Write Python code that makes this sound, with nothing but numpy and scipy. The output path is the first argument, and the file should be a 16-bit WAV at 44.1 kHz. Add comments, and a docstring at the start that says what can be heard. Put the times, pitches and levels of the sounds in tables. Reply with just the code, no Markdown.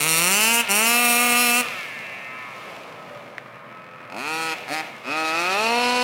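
"""The small two-stroke engine of a radio-controlled car races away over an open asphalt lot, coasts
to idle, turns round with two blips of throttle and accelerates back. Once a turn an exhaust pulse
excites the silencer, and the intake honks as the throttle opens. Off throttle the engine putters and
its crankcase clatters and hums. Gears whine through their housing; tyres hiss, scrub and flick grit.
A wall and trees reflect the sound, and a distant town roars beneath it."""
import sys
import numpy as np
from scipy import signal
from scipy.fft import rfft, irfft
from scipy.io import wavfile
from scipy.ndimage import uniform_filter1d, map_coordinates

SR = 44100
rng = np.random.default_rng(int(sys.argv[2]) if len(sys.argv) > 2 else 0)


def persist_wave(psi):
    """Save psi, clipped to +-1, as 16-bit WAV."""
    counts = np.round(np.clip(psi, -1, 1) * 32767).astype(np.int16)
    wavfile.write(sys.argv[1], SR, np.atleast_2d(counts).T)


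N = 265923
TIME = np.arange(N) / SR
CLUTCH_SPEED, CLEAN_SPEED = 160, 116  # turns per second: the clutch bites; misfiring ends

# Throttle bursts. Each row: opening and shutting in seconds, target speed in turns per second, rev-up,
# run-down and catching times in seconds, relative bark in dB, relative rasp in dB, its trend in dB/s.
BURSTS = [(0, .611, 160.4, .044, .174, .002, -22.5, 2.5, -8.5),
          (.686, 1.611, 239.8, .143, .235, .006, -22.6, -.8, -3.3),
          (3.657, 4.086, 86.1, .03, .2, .08, -34, -16, 0),
          (4.086, 4.534, 161, .128, .055, .008, -26, -10.5, -1),
          (4.676, 4.811, 157.5, .04, .06, .002, -26.5, -10, -8),
          (5.032, 6.1, 159, .076, .1, .022, -23.3, -14.5, 5)]


def amp(db):
    """Decibels to amplitude ratio."""
    return 10 ** (np.asarray(db) / 20)


def evened(x):
    """Normalisation to an overall rms of 1."""
    return x / np.sqrt(np.mean(x ** 2) + 1e-20)


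def steady(x, size=3500):
    """Normalisation to a running rms of 1."""
    return x / np.sqrt(uniform_filter1d(uniform_filter1d(x ** 2, size), size) + 1e-12)


def ease(start, length, curve):
    """A step response from 0 to 1: curve 1 is a first-order lag, higher starts more softly."""
    return 1 - np.exp(-(np.maximum(TIME - start, 0) / length) ** curve)


def swell(s, half):
    """A Gaussian envelope of height 1, centred on s."""
    return np.exp(-((TIME - s) / half) ** 2)


def drift(hz, step=64):
    """Random modulation: low-passed noise of rms 1."""
    coarse = TIME[::step]
    rolloff = np.exp(-(np.fft.rfftfreq(len(coarse), step / SR) / hz) ** 2)
    slow = irfft(rfft(rng.standard_normal(len(coarse))) * rolloff, len(coarse))
    return np.interp(TIME, coarse, evened(slow))


def read(points, hz):
    """Interpolation on a log-frequency axis."""
    f, value = np.transpose(points)
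    return np.interp(np.log(hz + 1), np.log(f + 1), value)


def colour(x, shape, size=8192):
    """Minimum-phase filtering; shape gives dB against Hz, as a function or as points."""
    hz = abs(np.fft.fftfreq(size, 1 / SR))
    db = shape(hz) if callable(shape) else read(shape, hz)
    log_gain = np.log(amp(np.maximum(db, -100)))
    taps = np.fft.ifft(np.exp(signal.hilbert(log_gain).conj())).real[:size // 2]
    return signal.oaconvolve(x, taps)[:N]


def filtered(x, hz, kind="low", order=2):
    """Filtering with a maximally flat passband."""
    return signal.sosfilt(signal.butter(order, hz, kind, fs=SR, output="sos"), x)


def ring(x, modes):
    """Forced response of damped modes in parallel."""
    return sum(amp(db) * signal.lfilter(*signal.iirpeak(hz, hz / width, SR), x)
               for hz, width, db in modes)


def firings(turns, uneven_db, jitter_s, gas_decay, gas_floor, miss=0):
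    """A quasi-periodic train: a pulse and a decaying puff of noise each turn; miss weakens every other."""
    samples = np.arange(N)
    at = np.interp(np.arange(1, int(turns[-1])), turns, samples)
    spread, late = rng.standard_normal((len(at), 2)).T
    missed = np.interp(at, samples, miss * np.ones(N)) * (np.arange(len(at)) % 2)
    at = at + late * jitter_s * SR
    strength = amp(uneven_db * spread) * (1 - missed)
    near = at.astype(int)[:, None] + np.arange(-8, 9)
    impulses = strength[:, None] * np.sinc(near - at[:, None])
    pulses = np.bincount(np.clip(near, 0, N - 1).ravel(), impulses.ravel(), N)
    puff = (gas_floor + np.exp(-(turns % 1) / gas_decay)) * np.interp(samples, at, strength)
    return steady(pulses), evened(puff * rng.standard_normal(N))


def town():
    """Distant town and road sounds merge into broadband noise whose level wavers gently."""
    # Each row: frequency in Hz, relative level in dB.
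    roar = [(50, -43.5), (80, -40), (110, 4), (200, 3), (260, 3), (350, -13.5), (600, -27.5), (1000, 2),
            (1600, -2), (2500, -9.5), (7000, -36)]
    return amp(-46 + .8 * drift(hz=7.2)) * evened(colour(rng.standard_normal(N), roar))


def lot(x, echo_s=.115):
    """Reflection and scattering: a wall returns one dull echo, trees a thin decaying tail."""
    # Each row: frequency in Hz, reverberation time in seconds.
    decay_times = [(150, .3), (600, .6), (2500, .7), (6000, .1), (15000, .03)]
    arrivals = rng.standard_normal(SR) * (rng.random(SR) < 1500 / SR)
    hz, t, spectra = signal.stft(arrivals, SR, nperseg=256)
    envelope = amp(-60 * t / read(decay_times, hz)[:, None]) * (1 - np.exp(-t / .01))
    tail = signal.istft(spectra * envelope, SR, nperseg=256)[1]
    scattered = signal.fftconvolve(x, tail / np.linalg.norm(tail))[:N]
    echo = filtered(np.interp(TIME - echo_s, TIME, x, left=0), 3000)
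    return amp(-20) * (scattered + echo)


def stones():
    """Impact excites one heavily damped mode: each flicked stone lands with a dry tick."""
    # Each row: start in seconds, relative level in dB, ring frequency in Hz.
    landings = [(2.0977, -25, 2410), (3.382, -14, 1910)]
    ticks = np.zeros(N)
    for s, db, hz in landings:
        t = np.maximum(TIME - s, 0)
        ticks += amp(db + 2) * np.sin(2 * np.pi * hz * t) * np.exp(-t / .00085)
    return filtered(ticks, 1000, "high")


def tyres(revs):
    """Friction noise: rubber hisses on gritty asphalt and hollow tyres resonate, fading with distance."""
    # Hiss spectrum. Each row: frequency in Hz, relative level in dB.
    hiss_colour = [(1000, -4), (2500, 16), (3800, 6.5), (5500, 1), (8000, -5.5), (12000, -8.5),
                   (15500, -14)]
    # Each row: frequency in Hz, bandwidth in Hz, gain in dB.
    cavity_modes = [(484, 63, -34), (602, 305, 12), (667, 190, -5)]
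    # Each row: centre and half-length in seconds, hiss lift in dB, scrub lift in dB.
    slides = [(2.147, 0.2, 3, 6), (2.715, 0.28, 12.5, 9.5), (3.193, 0.36, 14.5, 8), (4.59, 0.2, 7.5, 7.5),
              (4.873, 0.033, 4.5, 6)]
    # Each row: time in seconds, distance of the car in metres.
    route = [(0, 2.1), (1.6, 4), (3, 101), (5, 20), (6, 1.2)]
    grain_size = amp(4.8 * np.minimum(rng.exponential(1, N), 5))
    grit = evened(grain_size * (rng.random(N) < 500 / SR))
    hiss = colour(rng.standard_normal(N) + amp(-7) * grit, hiss_colour)
    scrub = filtered(ring(rng.standard_normal(N), cavity_modes), 1200)
    hiss_db = -39.5 + 19.5 * revs + sum(db * swell(s, half) for s, half, db, _ in slides)
    scrub_db = -44.5 - .5 * revs + sum(db * swell(s, half) for s, half, _, db in slides)
    metres = np.interp(TIME, *np.transpose(route))
    doublings = np.maximum(np.log2(metres / 16), -1)
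    return amp(-3.5 * doublings) * (amp(hiss_db) * evened(hiss) + amp(scrub_db) * evened(scrub))


def gears(turns, revs):
    """Meshing teeth sound harmonics of the crank speed; each swells as it crosses a housing resonance."""
    # Low and high housing resonances. Each row: frequency in Hz, gain in dB.
    housing_low = [(700, -32), (930, -14), (1035, 0), (1160, -8), (1275, 3), (1390, -11), (1540, -30)]
    housing_high = [(1480, -30), (1670, -3), (1790, 2), (1930, -13), (2060, 0), (2320, 1.5), (2450, -8),
                    (2680, -1), (3100, -30)]
    # Low band, then high. Each row: gain at clutch speed in dB, growth in dB per octave, then centre
    # and half-length in seconds and lift in dB of the spell when the wheels overrun the engine.
    bands = [(-53, 1, 2.48, .3, 12), (-47, 13, 2.1, .46, 8.5)]
    tones = whine = 0
    for k in range(6, 31):
        gain = amp(2.5 * drift(hz=10))
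        tones = tones + gain * np.sin(2 * np.pi * (k * turns + rng.random()) + .3 * drift(hz=25))
    for housing, (db, growth_db, s, half, lift_db) in zip([housing_low, housing_high], bands):
        whine = whine + amp(db + growth_db * revs + lift_db * swell(s, half)) * colour(tones, housing)
    return whine


def hum(turns):
    """Resonance: crank harmonics hum where they meet crankcase modes, as they do at idle."""
    # Each row: harmonic number, mode frequency in Hz, bandwidth in Hz, gain in dB.
    harmonics = [(6, 520, 35, -55), (7, 575, 25, -46.5), (8, 690, 25, -55), (15, 1293, 35, -45.5)]
    return sum(ring(np.sin(2 * np.pi * k * turns) * amp(3 * drift(hz=10)), [mode])
               for k, *mode in harmonics)


def clatter(turns, revs):
    """Impact excitation: the piston knocks unevenly once a turn, ringing crankcase and chassis modes."""
    # Each row: frequency in Hz, bandwidth in Hz, relative gain in dB.
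    low_modes = [(580, 60, -5), (770, 110, -10), (1060, 110, -4), (1295, 75, 0)]
    high_modes = [(1750, 18, 6), (2130, 18, 27), (2411, 13, 12)]
    knocks, rattle = firings(turns, uneven_db=1.8, jitter_s=15e-6, gas_decay=.25, gas_floor=.2)
    drive = knocks + amp(-12) * rattle
    low = colour(ring(drive, low_modes), [(100, 25), (450, -10.5), (1400, 11), (2500, -7.5), (9000, -12)])
    high = filtered(ring(drive, high_modes), [1500, 2800], "band", order=4)
    return amp(-47.5 + 37 * revs) * steady(low) + amp(-47.5 + 14 * revs) * steady(high)


def sputter(turns, speed, fire_chance=.7):
    """Intermittent combustion: at idle most turns fire, each drawing a soft pop from the silencer."""
    # Each row: frequency in Hz, relative level in dB.
    pop_colour = [(150, -8), (600, 2), (800, -4), (1200, 1), (1600, -7), (2500, 0), (3200, -14),
                  (5000, -23), (15000, -40)]
    new_turn = np.diff(np.floor(turns), prepend=0) > 0
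    fires = new_turn & (rng.random(N) < fire_chance) & (speed < CLEAN_SPEED)
    kicks = fires * amp(-39 + 4 * rng.standard_normal(N).clip(-1.5, 1.5))
    t = TIME[:SR // 50]
    puff = (t == 0) + .22 * rng.standard_normal(len(t)) * np.exp(-t / .0018)
    pop = colour(np.pad(puff, (0, len(t))), pop_colour)[:2 * len(t)]
    return signal.oaconvolve(kicks, pop / abs(pop).max())[:N]


def intake(turns, lead_turns=.12):
    """Cavity resonance: the carburettor's gulps, just ahead of the exhaust, make the airbox honk."""
    # Honks as the throttle snaps open. Each row: centre and half-length in seconds, level in dB.
    honks = [(4.176, 0.05, -32.5), (4.718, 0.016, -28.5), (5.09, 0.023, -29.5)]
    # Each row: frequency in Hz, relative gain in dB.
    airbox = [(80, -40), (240, -2), (420, -9), (720, 0), (900, -5), (1150, -20), (3000, -45)]
    gulps, _ = firings(turns + lead_turns, uneven_db=.8, jitter_s=1e-5, gas_decay=.3, gas_floor=.2)
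    return sum(amp(db) * swell(s, half) for s, half, db in honks) * steady(colour(gulps, airbox))


def shell(pulses, size=400, paths=3):
    """Multipath scattering: the body shell smears each pulse along paths that shift as the car bounces."""
    treble_tilt = [(500, -30), (1200, -16), (2600, -8), (4000, 2), (9000, 0)]
    out = pulses.copy()
    for _ in range(paths):
        scatter = rng.standard_normal(size) * np.exp(-TIME[:size] / .0028)
        scatter = colour(np.pad(scatter / np.linalg.norm(scatter), (0, size)), treble_tilt)[:size]
        out += np.tanh(2 * drift(hz=9)) * signal.oaconvolve(pulses, scatter)[:N] / np.sqrt(paths)
    return out


def bounced(x, delay, reflection=.33):
    """Comb filtering: short waves glance off the chassis and cut notches that slide with the delay."""
    treble = signal.oaconvolve(x, signal.firwin(101, 3200, pass_zero=False, fs=SR), "same")
    return x + reflection * map_coordinates(treble, [(TIME - delay) * SR])


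def lagged(x, lag):
    """Dispersion: the short waves arrive later than the long ones."""
    hz = np.fft.rfftfreq(N, 1 / SR)
    group_delay = lag * np.clip((hz - 500) / 1300, 0, 1)
    return irfft(rfft(x) * np.exp(-2j * np.pi * np.cumsum(group_delay) * SR / N), N)


def silencer(flow):
    """Directivity: the silencer's colour and ring depend on the side that faces the listener."""
    # Spectra from seven sides. Each row: frequency in Hz, relative level in dB.
    passing = [(60, -45), (150, -3), (330, -6), (480, -4), (620, -10), (800, -11), (960, -5), (1100, -8),
               (1270, -1), (1500, -8), (1750, -9), (2250, 0), (2750, 0), (3200, -10), (3600, -6.5),
               (4500, -13), (5700, -12), (9500, -7), (12000, -13.5), (15500, -16)]
    close = [(60, -45), (130, -6), (220, -2.5), (460, -5), (690, -6), (920, 1), (1160, -9), (1400, -2),
             (1850, -9), (2100, -2), (2300, -5), (2570, 2), (3000, -1), (3250, -15), (4300, -14),
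             (5700, -10), (9500, -6), (12000, -12.5), (15500, -15)]
    tail = [(60, -45), (140, -12), (240, -.5), (480, -4.5), (730, .5), (970, -6.5), (1210, 1.5), (1690, -8),
            (2420, 1), (2750, -1), (3300, -11), (5000, -15), (7200, -12.5), (9700, -9), (12000, -12.5),
            (15500, -16)]
    rear_quarter = [(60, -45), (160, -16), (320, -7.5), (480, -5.5), (640, -20), (800, -3), (965, -3.5),
                    (1120, -12), (1290, 0), (1450, -2.5), (1610, -20), (1930, -7), (2100, -18), (2420, -4),
                    (2740, -6.5), (2950, -16), (3200, -15.5), (3600, -23), (4350, -17), (5200, -25),
                    (11000, -30), (15500, -44)]
    turning = [(60, -45), (160, -18), (310, -7), (560, -17), (780, 2), (1080, -16), (1240, -5), (1550, -11),
               (1750, -6), (2550, -6), (2900, -15), (3400, -21), (4900, -17), (5500, -26), (11000, -31),
               (15500, -42)]
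    flank = [(60, -45), (160, -22), (320, -7.5), (480, -11), (640, -8), (800, -4), (1100, -14), (1280, 1),
             (1620, -17), (1930, -11), (2200, -16), (2520, -7), (3100, -24), (3800, -16), (4400, -18),
             (6200, -26.5), (11000, -34), (15500, -48)]
    nose = [(60, -67), (140, -6.5), (240, 5.5), (480, 9), (730, 10), (960, 12), (1220, 3), (1450, 5),
            (1800, -3), (2200, -1), (2650, 6.5), (2950, 0), (3350, -16), (4350, -10), (4650, -20),
            (5400, -18), (6500, -27), (10000, -27), (15500, -52)]
    sides = [passing, close, tail, rear_quarter, turning, flank, nose]
    # Each row: time in seconds, index of the side heard.
    heading = [(.2, 0), (.42, 1), (.72, 1), (.98, 2), (1.65, 2), (4.1, 3), (4.56, 3), (4.67, 4), (4.85, 4),
               (5.03, 5), (5.5, 5), (5.76, 6)]
    # One row a side. Each row: ring frequency and bandwidth in Hz, lift in dB, lag of the shock behind
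    # the low puff in seconds, delay of the chassis reflection in seconds.
    responses = [(2720, 250, 3, .0002, .0007), (2750, 300, 3, .0002, .00068), (2660, 160, 7, .0002, .00072),
                 (2520, 200, 6, .0022, .0023), (2500, 240, 2, .0012, .0016), (2530, 160, 8, .0022, .00208),
                 (2600, 350, 3, .0015, .0016)]
    when, facing = np.transpose(heading)
    flow = bounced(flow, np.interp(TIME, when, [responses[int(k)][-1] for k in facing]))
    heard = np.zeros(N)
    for k, (side, (ring_hz, width, lift_db, lag, _)) in enumerate(zip(sides, responses)):
        shape = lambda hz: read(side, hz) + lift_db / (1 + (2 * (hz - ring_hz) / width) ** 2)
        heard += np.interp(TIME, when, facing == k) * evened(lagged(colour(flow, shape), lag))
    return heard


def gas_flow(turns, speed):
    """Pulsating flow: each firing releases a pulse and turbulence, which share the power at each pitch."""
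    # Turbulence against the clean pulse. Each row: frequency in Hz, ratio in dB.
    turbulence = [(150, -30), (700, -27), (1500, -24), (2700, -19), (4200, -6), (9000, -3), (15000, -2)]
    miss = .75 * np.clip((CLEAN_SPEED - speed) / 14, 0, 1)
    pulses, gas = firings(turns, uneven_db=.6, jitter_s=3e-6, gas_decay=.4, gas_floor=.4, miss=miss)
    gas = gas * amp(6 * swell(5.85, .3))  # burning coarsens as the car pulls hard
    pulse_db = lambda hz: -10 * np.log10(1 + amp(read(turbulence, hz)) ** 2)
    gas_db = lambda hz: read(turbulence, hz) + pulse_db(hz)
    return colour(shell(pulses), pulse_db) + colour(gas, gas_db)


def crank_speed(fast_idle=121.5, slow_idle=82.4, settle_s=2.41):
    """Inertia: the speed, in turns per second, lags the throttle as it revs up and runs down to idle."""
    # The slipping clutch holds the revs until the car gathers pace.
    # Each row: start and rise time in seconds, turns per second gained.
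    pulls = [(.089, .292, 77), (1.07, .19, 2.9), (5.262, .344, 88.4)]
    # Bumps and changes of load. Each row: centre and half-length in seconds, share of the speed.
    surges = [(1.01, .05, .009), (1.13, .04, -.006), (1.23, .05, .007), (1.33, .04, -.006),
              (1.41, .04, .01), (1.5, .05, -.014), (1.6, .04, .013), (2.38, .1, .02), (4.13, .065, -.04),
              (4.43, .06, .006), (4.54, .03, -.015), (5.05, .04, -.055), (5.38, .05, .02),
              (5.53, .05, -.02)]
    speed = np.full(N, 143.6)
    for opens, shuts, target, rev_s, down_s, *_ in BURSTS:
        before = np.interp(opens, TIME, speed)
        run = before + (target - before) * ease(opens, rev_s, 2)
        run += sum(gain * ease(s, length, 2.4) for s, length, gain in pulls if opens < s < shuts)
        run += (fast_idle - run) * ease(shuts, down_s, 1)
        if shuts < settle_s:  # the car stops rolling and the idle drops
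            run += (slow_idle - run) * ease(settle_s, .388, 2)
        speed = np.where(TIME >= opens, run, speed)
    return speed * (1 + sum(share * swell(s, half) for s, half, share in surges))


def crank_turns(speed, turns_per_wheel=6.2):
    """Frequency modulation: near top speed the wheels shake the drive; phase is the integral of speed."""
    # Each row: centre and half-length in seconds, depth as a share of the speed.
    shakes = [(1.27, .17, .011), (5.83, .25, .009)]
    wheel_phase = 2 * np.pi * np.cumsum(speed) / SR / turns_per_wheel
    shake = sum(depth * swell(s, half) for s, half, depth in shakes) * np.sin(wheel_phase)
    return np.cumsum(speed * (1 + shake + .002 * drift(hz=28))) / SR


def exhaust(turns, speed, revs):
    """Source and filter: gas flow drives the silencer; throttle and revs scale its bark and high rasp."""
    heard = silencer(gas_flow(turns, speed))
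    bark = signal.oaconvolve(heard, signal.firwin(101, 3500, fs=SR), "same")
    rasp = steady(heard - bark) * amp(1.4 * drift(hz=28))  # flutters with uneven burning
    free, loaded = np.minimum(revs, 0), np.maximum(revs, 0)  # before and after the clutch bites
    bark_gain, rasp_gain = np.zeros((2, N))
    for opens, shuts, *_, catch_s, burst_db, burst_rasp_db, trend in BURSTS:
        bark_db = burst_db - .51 + 17.5 * free + 5 * loaded
        rasp_db = burst_rasp_db + .84 + 4 * free + trend * (np.clip(TIME, opens, shuts) - opens)
        opened, shut = ease(opens, catch_s, .96), ease(shuts, .007, .64)
        pumping = amp(-19) * (1 - ease(shuts, .43, .45))  # throttle shut, the piston still moves gas
        throttle = opened * (1 - shut + shut * pumping)
        bark_gain = np.maximum(bark_gain, throttle * amp(bark_db))
        rasp_gain = np.maximum(rasp_gain, throttle * amp(bark_db + rasp_db - 5 * shut))
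    return bark_gain * steady(bark) + rasp_gain * rasp


def scene():
    """Superposition: one crank drives engine, gears and tyres; reflections, stones and town add to them."""
    speed = crank_speed()
    turns = crank_turns(speed)
    revs = np.log2(speed / CLUTCH_SPEED)  # octaves above clutch speed
    capped_revs = np.minimum(revs, .15)  # clatter, gears and tyres grow no further
    engine = exhaust(turns, speed, revs) + intake(turns) + sputter(turns, speed)
    crankcase = clatter(turns, capped_revs) + hum(turns)
    car = engine + crankcase + gears(turns, capped_revs) + tyres(capped_revs)
    return (car + lot(car) + stones() + town())[None]


def record(dry, edge_hz=15900):
    """Band limiting and saturation: a small microphone loses bass and top and rounds the tallest peaks."""
    thin = filtered(dry, 40, "high")
    rounded = thin / (1 + (thin / .75) ** 4) ** .25
    taps = signal.firwin(511, edge_hz, window=("kaiser", 9), fs=SR)
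    return signal.oaconvolve(rounded, taps[None], "same")


dry = scene()
out = record(dry)
persist_wave(out)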